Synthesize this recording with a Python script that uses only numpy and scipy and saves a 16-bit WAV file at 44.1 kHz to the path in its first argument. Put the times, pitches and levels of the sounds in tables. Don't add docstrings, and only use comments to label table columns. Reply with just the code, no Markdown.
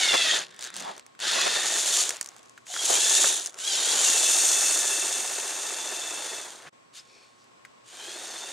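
import sys
import numpy as np
from scipy import signal
from scipy.fft import rfft, irfft, next_fast_len
from scipy.io import wavfile
from scipy.ndimage import uniform_filter1d

SR = 44100
rng = np.random.default_rng(int(sys.argv[2]) if len(sys.argv) > 2 else 0)


def master(y):
    cut = np.clip(np.atleast_2d(y).T, -1, 1)
    pcm = np.round(cut * 32767)
    wavfile.write(sys.argv[1], SR, pcm.astype(np.int16))


N = 375732
T = np.arange(N) / SR
DIP_S = (6.695, 6.725)

# (on [s], off [s], standstill [s],
# pick-up time constant [s], frame level [dB], teeth level [dB], track level [dB])
THROTTLE_RUNS = [(-.3, 0.365, 0.46, 0.032, -27.5, -30, -40.5), (0.571, 0.663, 0.71, 0.041, -40, -44, -44),
                 (0.714, 0.888, 1.014, 0.023, -43, -47, -44),
                 (1.187, 2.011, 2.17, 0.037, -27, -30.5, -39.5),
                 (2.647, 3.279, 3.5, .13, -30, -32.5, -38.5), (3.559, 6.37, 6.755, 0.11, -27, -30.5, -38),
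                 (6.925, 6.98, 7.03, 0.03, -26, -31.5, -50), (7.029, 7.219, 7.6, 0.007, -47, -55.5, -59),
                 (7.827, 8.6, 8.6, 0.11, -27, -31, -40.5)]
# (frequency [Hz], gain [dB])
TRACK_SPECTRUM = [(30, -39), (110, -20), (200, -14), (280, -6), (380, 1.5), (650, 2.5), (1000, 0.5),
                  (1400, 0), (2200, -4), (4000, -36)]
# (frequency [Hz], gain [dB])
FRAME_SPECTRUM = [(100, -58), (900, -28), (1400, -1.5), (1800, -4), (2250, -3), (2700, 0), (3050, -0.5),
                  (3550, 4.5), (4000, 0.5), (4400, 1.5), (5000, -1.5), (6000, -8), (9000, -45.5)]
# (frequency [Hz], gain [dB])
TICK_SPECTRUM = [(1000, -21.5), (3500, -14.5), (6400, 3), (8500, -3.5), (11000, -15), (15500, -34.5)]


def undb(db):
    return 10 ** (np.asarray(db) / 20)


def unit(x):
    return x / np.sqrt(np.mean(x ** 2))


def colour(x, points):
    hz, db = np.transpose(points)
    size = next_fast_len(x.shape[-1] + 2048)
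    f = np.maximum(np.fft.rfftfreq(size, 1 / SR), 1)
    gain = undb(np.interp(np.log(f), np.log(hz), db))
    return irfft(rfft(x, size) * gain, size)[..., :x.shape[-1]]


def resonance(x, hz, width_hz):
    return signal.lfilter(*signal.iirpeak(hz, hz / width_hz, fs=SR), x)


def narrow(x, hz, width_hz):
    return resonance(resonance(x, hz, width_hz), hz, width_hz)


def walk(rate):
    hold = max(int(SR / rate), 1)
    steps = np.repeat(rng.standard_normal(N // hold + 1), hold)
    return 1.3 * uniform_filter1d(steps, hold)[:N]


def tone(hz):
    return np.sqrt(2) * np.sin(2 * np.pi * (np.cumsum(hz) / SR + rng.random()))


def room(air_db=0.0):
    # (frequency [Hz], gain [dB])
    air_spectrum = [(15, -58.5), (25, -35), (38, -25), (96, -17), (129, -10), (209, -11), (233, -6.5),
                    (267, -8.5), (919, -11), (1110, -5.5), (1240, -11.5), (7910, -23.5), (11800, -39),
                    (15500, -46)]
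    # (frequency [Hz], waver [Hz], rms level in the mid [dB])
    room_tones = [(118.9, 1.2, -79.5), (244.4, 2.5, -84.5), (1083, 3, -70), (7770, 110, -77.5)]
    # (frequency [Hz], gain [dB])
    room_side = [(60, -3), (110, -3), (200, 0.5), (380, 5.5), (700, 5.5), (1290, 1), (2380, 3.5),
                 (4400, -1.5), (8120, -0.5), (15000, 0)]
    level_db = -62.5 + air_db + 0.81 * walk(4.7)
    air = unit(colour(rng.standard_normal((2, N)), air_spectrum)) * undb(level_db)
    mid, side = (part + sum(undb(db) * tone(hz + waver * walk(3 * waver)) for hz, waver, db in room_tones)
                 for part in air)
    return np.array([mid, colour(side, room_side)])


def throttle():
    runs = np.array(THROTTLE_RUNS)
    latest = np.maximum(np.searchsorted(runs[:, 0], T) - 1, 0)
    on, off, still, *_ = runs[latest].T
    return np.maximum(T - on, 0), np.clip((T - off) / (still - off), 0, 1)


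def effort(on, off, still, pick_up_s, pick_up_power=1.38):
    coast_db, settle_db, settle_s = -15, -24.5, 0.22
    swell = (1 - np.exp(-np.maximum(T - on, 0) / pick_up_s)) ** pick_up_power
    fade = undb(np.interp(T, [off, still, still + 0.013], [0, coast_db, settle_db]))
    settling = np.exp(-np.maximum(T - still, 0) / settle_s)
    before_dip = T < (DIP_S[0] if on < DIP_S[0] else np.inf)
    return before_dip * swell * fade * settling


def drive_levels(hz, side_on, track_falloff=0.53, frame_falloff=1.006, teeth_falloff=1.694,
                 turned_frame_db=-4, turned_teeth_db=9, teeth_speed_power=1.34):
    # (time [s], half length to 1/e of the dB change [s], teeth change [dB])
    surges = [(1.97, 0.066, 1.5), (2.784, 0.075, -4), (2.856, 0.0088, 4.5), (2.924, 0.064, 4),
              (3.134, 0.051, 1.5), (3.678, 0.059, -3.5), (4.07, 0.048, 1)]
    # (time [s], distance [m])
    distance = [(0, 0.13), (1.5, 0.16), (1.8, 0.2), (2, 0.17), (3.2, 0.13), (3.8, .16), (4.4, .15),
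                (4.8, 0.18), (5.35, 0.3), (6.3, 0.42), (6.75, 0.56), (8.52, 0.58)]
    near_m = 0.14
    free_hz = 887.3
    take_up_s, take_up_db = .13, -7
    energies = sum(np.outer(undb(run[4:]), effort(*run[:4])) ** 2 for run in THROTTLE_RUNS)
    frame, teeth, track = np.sqrt(energies)
    surge_db = sum(db * np.exp(-((T - s) / length) ** 2) for s, length, db in surges)
    near = near_m / np.interp(T, *np.transpose(distance))
    rolling = undb(take_up_db * np.exp(-(throttle()[0] / take_up_s) ** 2))
    speed = (hz / free_hz) ** teeth_speed_power
    return (track * rolling * near ** track_falloff,
            frame * undb(turned_frame_db * side_on) * near ** frame_falloff,
            teeth * undb(surge_db + turned_teeth_db * side_on) * near ** teeth_falloff * speed)


def motor(curve, slack_db=-16, coast_power=1.6):
    start_hz, stall_hz = 600.7, 542.1
    spin_up_s, hunt_hz = .033, 5
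    since, coast = throttle()
    s, *columns = np.transpose(curve)
    loaded_hz, whine_db, bright_db = (np.interp(T, s, column) for column in columns)
    starting = np.exp(-since / spin_up_s)
    running = loaded_hz + (start_hz - loaded_hz) * starting + hunt_hz * walk(12)
    hz = running + (stall_hz - running) * coast ** coast_power
    return hz, whine_db + slack_db * np.maximum(starting, coast), bright_db


def contacts(cycles, scatter_db, jitter, ring_s):
    count = np.arange(int(cycles[-1]))
    chance = rng.standard_normal((16000, 2))[count]
    at = np.interp(count + jitter * chance[:, 0], cycles, np.arange(N)).astype(int)
    energy = np.bincount(at, undb(scatter_db * np.clip(chance[:, 1], -2.5, 2.5)) ** 2, N)
    ringing = signal.lfilter([1], [1, -np.exp(-2 / (ring_s * SR))], energy)
    return unit(np.sqrt(ringing))


def mesh_whine(mesh, orders, bright_db, rasp, waver_db=2.5):
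    # (frequency [Hz], gain [dB])
    whine_spectrum = [(600, 2), (1400, -2), (1900, -1.5), (2150, -1.5), (2400, -4.5), (2700, 6),
                      (3100, 4.5), (3550, 4), (4200, 2), (4800, 1), (5400, 3), (6700, 3), (11000, 1.5)]
    gains = [undb(db + bright_db * np.clip(k - 4, -2, 2)) for k, db in orders]
    tones = 0
    for gain, (k, _) in zip(gains, orders):
        uneven = undb(waver_db * walk(70)) * (1 + rasp * walk(350))
        tones = tones + gain * uneven * np.sin(2 * np.pi * (round(k) * mesh + rng.random()))
    return colour(tones / np.sqrt(sum(gain ** 2 for gain in gains)), whine_spectrum)


def gear_train(drive, orders, wobble=0.0046, bind_db=0.8):
    # (time [s], roughness [0-1])
    roughness = [(.4, .48), (1.2, .8), (1.42, .8), (1.55, .55), (2.1, .55), (2.7, .38), (4, .38), (4.3, .5),
                 (6.4, .5), (7.9, .7), (8.5, .55)]
    hz, whine_db, bright_db = drive
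    shaft = np.cumsum(hz) / SR / 60 + rng.random()
    rough = np.clip(np.interp(T, *np.transpose(roughness)), 0, 1)
    flutter = .015 * rough * walk(200)
    mesh = np.cumsum(hz * (1 + flutter + wobble * np.sin(2 * np.pi * shaft))) / SR
    spots = rng.standard_normal(14)
    places = np.arange(len(spots)) / len(spots)
    binding = undb(bind_db * np.interp(shaft, places, unit(spots - spots.mean()), period=1))
    teeth = contacts(mesh, scatter_db=3.0, jitter=0.13, ring_s=0.0028) * binding
    crawl = np.clip((640 - hz) / 130, 0, .7)
    clicks = contacts(mesh / 6, scatter_db=2, jitter=0.7, ring_s=0.0012)
    teeth = np.sqrt((1 - crawl) * teeth ** 2 + crawl * clicks ** 2)
    surge = undb(3.2 * np.sin(2 * np.pi * shaft))
    links = contacts(mesh / 4, scatter_db=2.5, jitter=.4, ring_s=0.0189) * surge * binding
    whine = unit(mesh_whine(mesh, orders, bright_db, rough) * binding) * undb(whine_db)
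    return whine, teeth, links


def rattle(envelope, spectrum):
    return unit(colour(envelope * rng.standard_normal((2, N)), spectrum))


def clacks(hz, surge_db=3.5):
    # (centre [Hz], width [Hz], level [dB])
    link_modes = [(378, 140, -9), (660, 240, -6), (880, 260, -8.5), (1420, 500, -11), (1785, 400, -7)]
    turns = np.cumsum(hz) / SR / 60
    blows = contacts(3 * turns, scatter_db=1.8, jitter=.15, ring_s=0.011)
    blows = blows * undb(surge_db * np.cos(2 * np.pi * turns))
    return sum(undb(db) * unit(narrow(blows * rng.standard_normal((2, N)), centre, width))
               for centre, width, db in link_modes)


def bulldozer(close, side_on, whine_db=0, track_db=-2.0, clack_db=-3, frame_db=-2.0, teeth_db=-0.35,
              second_db=-6, panel_db=-3, growl_db=-10):
    # (time [s], tooth rate [Hz], whine level [dB], brightness [dB per overtone])
    first_curve = [(0, 927, -2, 5.5), (.06, 915, 1, 3), (.13, 880, -4, 1), (.2, 882, -3, 3),
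                   (.26, 898, -5, 0.5), (.33, 900, -1, 0), (.6, 875, -6, -5), (.9, 859.5, -4, -4.5),
                   (1.21, 898, -3, -8.5), (1.28, 925, -5, 1), (1.35, 955, -6, 1), (1.4, 1001, 0, 0),
                   (1.44, 910, -8, 0), (1.54, 900, -1, -1), (1.63, 910, -4.5, -2), (1.77, 895, -7, 0),
                   (1.97, 895, -4, 5.5), (2.67, 780, -12, 0), (2.72, 795, 0, 1), (2.76, 832, 4, 1),
                   (2.81, 816, 2, 1), (2.87, 766, -5, 0), (2.93, 765, 0, -1), (2.975, 812, 6.5, -0.5),
                   (3.045, 876, 4.5, -0.5), (3.16, 891, 5.5, 0), (3.28, 925, 1, 0), (3.42, 915, 3, 0),
                   (3.625, 775, 5, 0), (3.68, 830, 4, 1), (3.735, 770, 2, 0), (3.79, 793, -9, 4),
                   (3.86, 795, -6, 2), (3.96, 844.6, -10, 4), (4.12, 895, -5, 0), (4.22, 872, -1, 1),
                   (4.35, 903, -2, 2), (4.5, 872, -1, 2), (4.68, 892, 0.5, 3), (4.83, 879, 0, -0.5),
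                   (5.01, 896, -2, 0), (5.3, 885, -10, -4), (5.6, 888, -6, -2), (5.85, 880, -1, 0),
                   (6.4, 883, -0.5, 1), (6.95, 849.7, -12, 0), (7.2, 888, -10, 1), (7.85, 778, -12, 0.5),
                   (8.04, 776, 1, -1.5), (8.11, 825.4, -2, -0.5), (8.23, 945, 0, 0.5), (8.33, 904, 0, 3),
                   (8.44, 886, 0, 1.5), (8.51, 930, 1, -1)]
    second_curve = [(0, 772, 0.5, -4), (.05, 739, 3.5, -2), (.13, 685, 3.5, -1.5), (.21, 682, 1.5, 0.5),
                    (.28, 635, 2.5, -2), (.36, 633, -1, 0.5), (.6, 600, -21, -4), (.9, 572, -17, -3),
                    (1.24, 793, -5, 0), (1.28, 822, -4, 1), (1.33, 877, -4, 2.5), (1.41, 830, -1, 0.5),
                    (1.5, 854.7, -10, 2), (2, 885, -8.5, 3), (2.72, 805.4, -11, 4.5), (2.9, 900, -2, 2),
                    (3.25, 891, -10, -1), (3.6, 719, -3, 3), (3.635, 760, -1, 2), (3.675, 826, 3, 2),
                    (3.715, 795, 7, 4), (3.755, 675, 5, 6), (3.8, 612.3, 2, 6), (3.87, 630, 1, 5.5),
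                    (3.95, 700, 0, 5), (4, 800, -9, 1), (4.06, 930, 0.5, 0), (4.12, 922.5, -7, -3),
                    (4.22, 872, -1.5, 0), (4.35, 903, -1, 0), (4.5, 872, -4, 0), (4.68, 890, 0, 0),
                    (4.83, 878, -4, -1), (5.02, 895, -4, -1), (5.15, 884, -7, -1), (5.3, 890, -4, -2),
                    (5.55, 884, -9, -1), (5.9, 892, -4, -2), (6.4, 882, -6, -1), (7.1, 792, -8, 2.5),
                    (7.95, 799, -3, -5.5), (8.12, 848, -1, 1), (8.22, 909, -6, 5), (8.37, 859, -5, 0.5),
                    (8.52, 929, -5, 2)]
    # (multiple of the tooth rate, level [dB])
    first_orders = [(1, -11), (2, -0.5), (3, -15.5), (4, 5), (5, -4), (6, -6), (7, -3), (8, -13.5),
                    (10, -12)]
    second_orders = [(1, -21), (2, -8.5), (3, 0), (4, -3.5), (5, 0), (6, -4), (7, -7), (8, -8), (9, -18.5),
                     (10, -20.5)]
    # (frequency [Hz], gain [dB])
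    chatter_close = [(300, -67.5), (3500, -3), (5000, -7.5), (6000, -1), (6900, 4), (7700, -2), (8500, -4),
                     (10000, -8), (12000, -19), (15500, -34.5)]
    chatter_ahead = [(300, -69), (3500, -32), (5000, -11.5), (6100, -0.5), (7000, 2), (7700, -4),
                     (8800, -1), (10000, -12), (12000, -17), (15500, -35)]
    first, second = motor(first_curve), motor(second_curve)
    track_gain, frame_gain, teeth_gain = drive_levels((first[0] + second[0]) / 2, side_on)
    whine_a, teeth_a, links_a = gear_train(first, first_orders)
    whine_b, teeth_b, links_b = gear_train(second, second_orders)
    teeth = np.hypot(teeth_a, undb(second_db) * teeth_b)
    links = np.hypot(links_a, undb(second_db) * links_b)
    whine = undb(whine_db) * (whine_a + whine_b)
    frame = np.outer([1, 0], whine) + rattle(teeth, FRAME_SPECTRUM)
    panel = np.interp(T, [1.8, 2.6], [1, 0]) * resonance(frame, 1770, 250)
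    frame = frame + undb(panel_db) * panel
    chatter = np.sqrt(close) * rattle(teeth, chatter_close) + np.sqrt(1 - close) * rattle(teeth, chatter_ahead)
    clatter = undb(track_db) * rattle(links, TRACK_SPECTRUM) + undb(clack_db) * clacks(first[0])
    growl = unit(narrow(links * rng.standard_normal((2, N)), 375, 150))
    clatter = clatter + undb(growl_db) * (T > DIP_S[1]) * growl
    return track_gain * clatter + undb(frame_db) * frame_gain * frame + undb(teeth_db) * teeth_gain * chatter


def rubs():
    # (centre time [s], half length to 1/e^2 [s], centre [Hz], width [Hz], rms level at the crest [dB])
    rub_events = [(.2, 0.45, 176, 70, -60.5), (0.303, .016, 6600, 150, -30),
                  (0.391, 0.0037, 6510, 400, -25), (0.55, .09, 1720, 600, -57), (0.54, .1, 3550, 700, -60),
                  (0.5, .12, 430, 250, -62), (0.73, 0.18, 1700, 650, -52.5), (0.67, .08, 3705, 400, -47),
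                  (0.838, 0.11, 202.2, 70.4, -53.5), (0.882, 0.058, 890, 604.3, -40),
                  (1.426, 0.27, 180, 70, -60.5), (2.17, .06, 2500, 5000, -47),
                  (2.273, 0.26, 900, 1600, -57), (2.32, 0.07, 4350, 5800, -62.5),
                  (6.674, .022, 1700, 2000, -47), (6.678, 0.018, 150, 80.2, -54),
                  (2.715, .03, 730, 160, -48), (3.3, .14, 3600, 420, -37), (4.07, .05, 6550, 450, -30),
                  (6.997, .014, 5030, 300, -48), (7.148, 0.15, 450, 220, -67), (7.18, .15, 2430, 380, -63),
                  (7.18, 0.18, 4420, 350, -63.5), (7.159, .17, 5400, 603, -65),
                  (7.415, 0.073, 5200, 3000, -65)]
    out = np.zeros((2, N))
    for s, length, hz, width, db in rub_events:
        ring = narrow(rng.standard_normal((2, N)), hz, width)
        out += undb(db) * unit(ring) * np.exp(-2 * ((T - s) / length) ** 2)
    return out


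def jolts():
    # (centre time [s], half length to 1/e [s], mid level [dB], side minus mid [dB])
    jolt_events = [(0.146, 0.015, -25.5, 3), (0.358, 0.06, -39, -1.5), (1.245, .025, -40, -2),
                   (1.369, 0.022, -33.5, 0), (1.47, 0.013, -29, 2), (1.567, .015, -34, 0),
                   (1.651, .012, -35, -13), (1.767, .012, -35, -8), (2.099, 0.063, -44, -15),
                   (2.928, 0.043, -34, 6.5), (3.245, 0.0058, -29, -18), (3.58, 0.062, -51.5, -12),
                   (3.994, 0.17, -39.5, -21), (6.659, 0.021, -49, -15.5)]
    mid, side = unit(colour(rng.standard_normal((2, N)), TRACK_SPECTRUM))
    gain, side_gain = sum(np.outer(undb([db, db + width_db]), np.exp(-((T - s) / length) ** 2))
                          for s, length, db, width_db in jolt_events)
    return np.array([gain * mid, side_gain * unit(narrow(side, 750, 700))])


def blow(t60, tail_db, tail_t60):
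    t = T[:SR // 4]
    decay = undb(-60 * t / t60) + undb(tail_db - 60 * t / tail_t60)
    return rng.standard_normal((2, len(t))) * decay


def add(out, s, sound, db):
    i = int(s * SR)
    out[:, i:i + sound.shape[1]] += (undb(db) * sound / np.abs(sound[0]).max())[:, :N - i]


def loose_parts(tick_db=-1, knock_db=1, crack_db=-17):
    # (time [s], peak level [dB], dull part [dB])
    tick_events = [(0.5089, -39, -5), (0.5442, -41, 8), (0.5636, -38, -4), (0.5918, -24.5, -2),
                   (0.7028, -29, 0), (0.7412, -27, -6), (0.7659, -22, -8), (0.8031, -23, -2),
                   (0.8495, -31, -2), (0.9655, -34, 3), (0.979, -29.5, -4), (0.9956, -31, -1),
                   (1.0645, -32, -4), (1.1507, -41, 13), (1.1914, -34, 10), (1.2018, -22, 1),
                   (1.3194, -16, 0), (1.4144, -14, 0), (2.0924, -10.5, -15), (2.106, -13, 2),
                   (2.1604, -31, 0), (2.212, -10.5, -6), (2.2278, -25, -10.5), (2.2446, -29, -17),
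                   (2.2604, -23.5, -22), (2.273, -31, -18), (2.2887, -26, -20), (2.3644, -33, 2),
                   (2.383, -40, -6), (2.393, -39, 0), (2.43, -40, -11), (2.4582, -42, -4),
                   (2.4956, -34, -20), (2.668, -30, 2), (2.74, -21, 0), (3.0954, -12, -10),
                   (3.1514, -11, -10), (3.3974, -21, -12), (3.449, -27, -18), (3.46, -15.5, -22),
                   (3.4647, -22, -20), (3.472, -20.5, -37), (3.543, -30.5, -3), (3.5887, -26, -5),
                   (6.6092, -51, -13), (7.442, -47, 6)]
    # (time [s], peak level [dB], centre [Hz], decay to -60 dB [s])
    knock_events = [(0.14, -12, 2000, 0.039), (1.355, -23, 2450, 0.03), (2.106, -30, 600, 0.021),
                    (2.577, -35, 1493, 0.032), (2.738, -38, 578.7, 0.03), (2.763, -22.5, 1430, 0.02),
                    (2.899, -17.5, 585, 0.06), (3.242, -16.5, 1412, 0.029), (7.65, -35, 1710, 0.03)]
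    out = np.zeros((2, N))
    for s, db, dull_db in tick_events:
        burst = blow(t60=0.0092, tail_db=-22.5, tail_t60=0.069)
        dull = undb(dull_db) * resonance(burst, 1680, 1300)
        add(out, s, colour(burst, TICK_SPECTRUM) + dull, db + tick_db)
    for s, db, hz, t60 in knock_events:
        burst = blow(t60, tail_db=-23, tail_t60=.17)
        crack = undb(crack_db) * colour(burst, TICK_SPECTRUM)
        add(out, s, resonance(burst, hz, 0.34 * hz) + crack, db + knock_db)
    return signal.sosfilt(signal.butter(3, 260, "high", fs=SR, output="sos"), out)


def grinds(flutter=.018, rasp=.55):
    # (centre time [s], half length to 1/e^2 [s], pitch [Hz], glide [Hz/s], rms level at crest [dB])
    grind_events = [(0.19, .06, 3490, -300, -29), (0.31, .06, 3300, -600, -29),
                    (1.252, .025, 1560, 3500, -42), (1.305, .045, 1330, 2000, -42),
                    (1.32, .035, 3430, 1500, -38), (1.385, .05, 1080, 1800, -39),
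                    (1.395, .035, 1420, 3000, -41), (1.4, .04, 2530, 600, -41),
                    (1.415, .04, 3340, -2000, -36), (1.745, .045, 1820, -3800, -42),
                    (1.915, .04, 4430, 1200, -36), (2.0, .04, 4490, -1500, -34),
                    (2.0, .025, 1240, 500, -42), (2.965, .025, 2390, 1000, -39),
                    (3.17, .05, 2700, -400, -38), (3.92, .05, 4680, 5000, -38), (4.0, .04, 3130, 3500, -37)]
    wander, grain = 1 + flutter * walk(300), 1 + rasp * walk(250)
    sound = 0
    for s, length, hz, glide, db in grind_events:
        swell = np.exp(-2 * ((T - s) / length) ** 2)
        sound = sound + undb(db) * swell * tone((hz + glide * (T - s)) * wander)
    return np.outer([1, 0], grain * sound)


def ratchets(scatter_db=2, ends_db=-7, frame_db=-6):
    # (start [s], length [s], click rate [1/s], peak level in the middle [dB])
    ratchet_events = [(0.6095, 0.068, 127, -24), (0.741, 0.085, 122, -26)]
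    out = np.zeros((2, N))
    for s, length, rate, db in ratchet_events:
        for after in np.arange(0, length, 1 / rate):
            burst = blow(t60=0.011, tail_db=-24, tail_t60=0.05)
            force_db = ends_db * (2 * after / length - 1) ** 2 + scatter_db * rng.standard_normal()
            click = colour(burst, TICK_SPECTRUM) + undb(frame_db) * colour(burst, FRAME_SPECTRUM)
            add(out, s + after, click, db + force_db)
    return out


def scene(facing_low_db=4, turned_low_db=-20, facing_high_db=-2, turned_high_db=-11, abreast_db=14):
    # (frequency [Hz], gain [dB])
    toy_side = [(60, -5), (110, -5), (200, -7.5), (380, -16), (700, -14.5), (1290, -21), (2380, -13.5),
                (4400, -14), (8120, -10.5), (15000, -1)]
    # (frequency [Hz], left filter minus right filter [dB])
    tilt = [(60, -5), (110, 0.5), (200, -1), (380, -0.5), (700, 0.5), (1290, 0), (2380, 0.5), (4400, -0.1),
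            (7000, 2), (8800, -3.5), (15000, -1)]
    side_on = np.interp(T, (1.48, 1.794), [0, 1])
    close = np.interp(T, (3.97, 4.48), [1, 0])
    abreast = np.exp(-((T - 3.55) / .6) ** 2)
    mid, side = bulldozer(close, side_on) + loose_parts() + rubs() + grinds() + ratchets()
    low_db = np.interp(side_on, [0, 1], [facing_low_db, turned_low_db])
    high_db = np.interp(side_on, [0, 1], [facing_high_db, turned_high_db]) + abreast_db * abreast
    low, high = undb(low_db) * narrow(side, 815, 730), undb(high_db) * narrow(side, 8500, 2800)
    side = colour(side, toy_side) + low + high
    mid, side = np.array([mid, side]) + jolts() + room()
    return np.array([colour(mid + sign * side, [(hz, sign * db / 2) for hz, db in tilt]) for sign in (1, -1)])


def record(dry):
    dip = uniform_filter1d(1. * ((T > DIP_S[0]) & (T < DIP_S[1])), size=400)
    low_pass = signal.ellip(10, .2, 70, 15700, fs=SR, output="sos")
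    return signal.sosfilt(low_pass, dry * undb(-16 * dip))


dry = scene()
out = record(dry)
master(out)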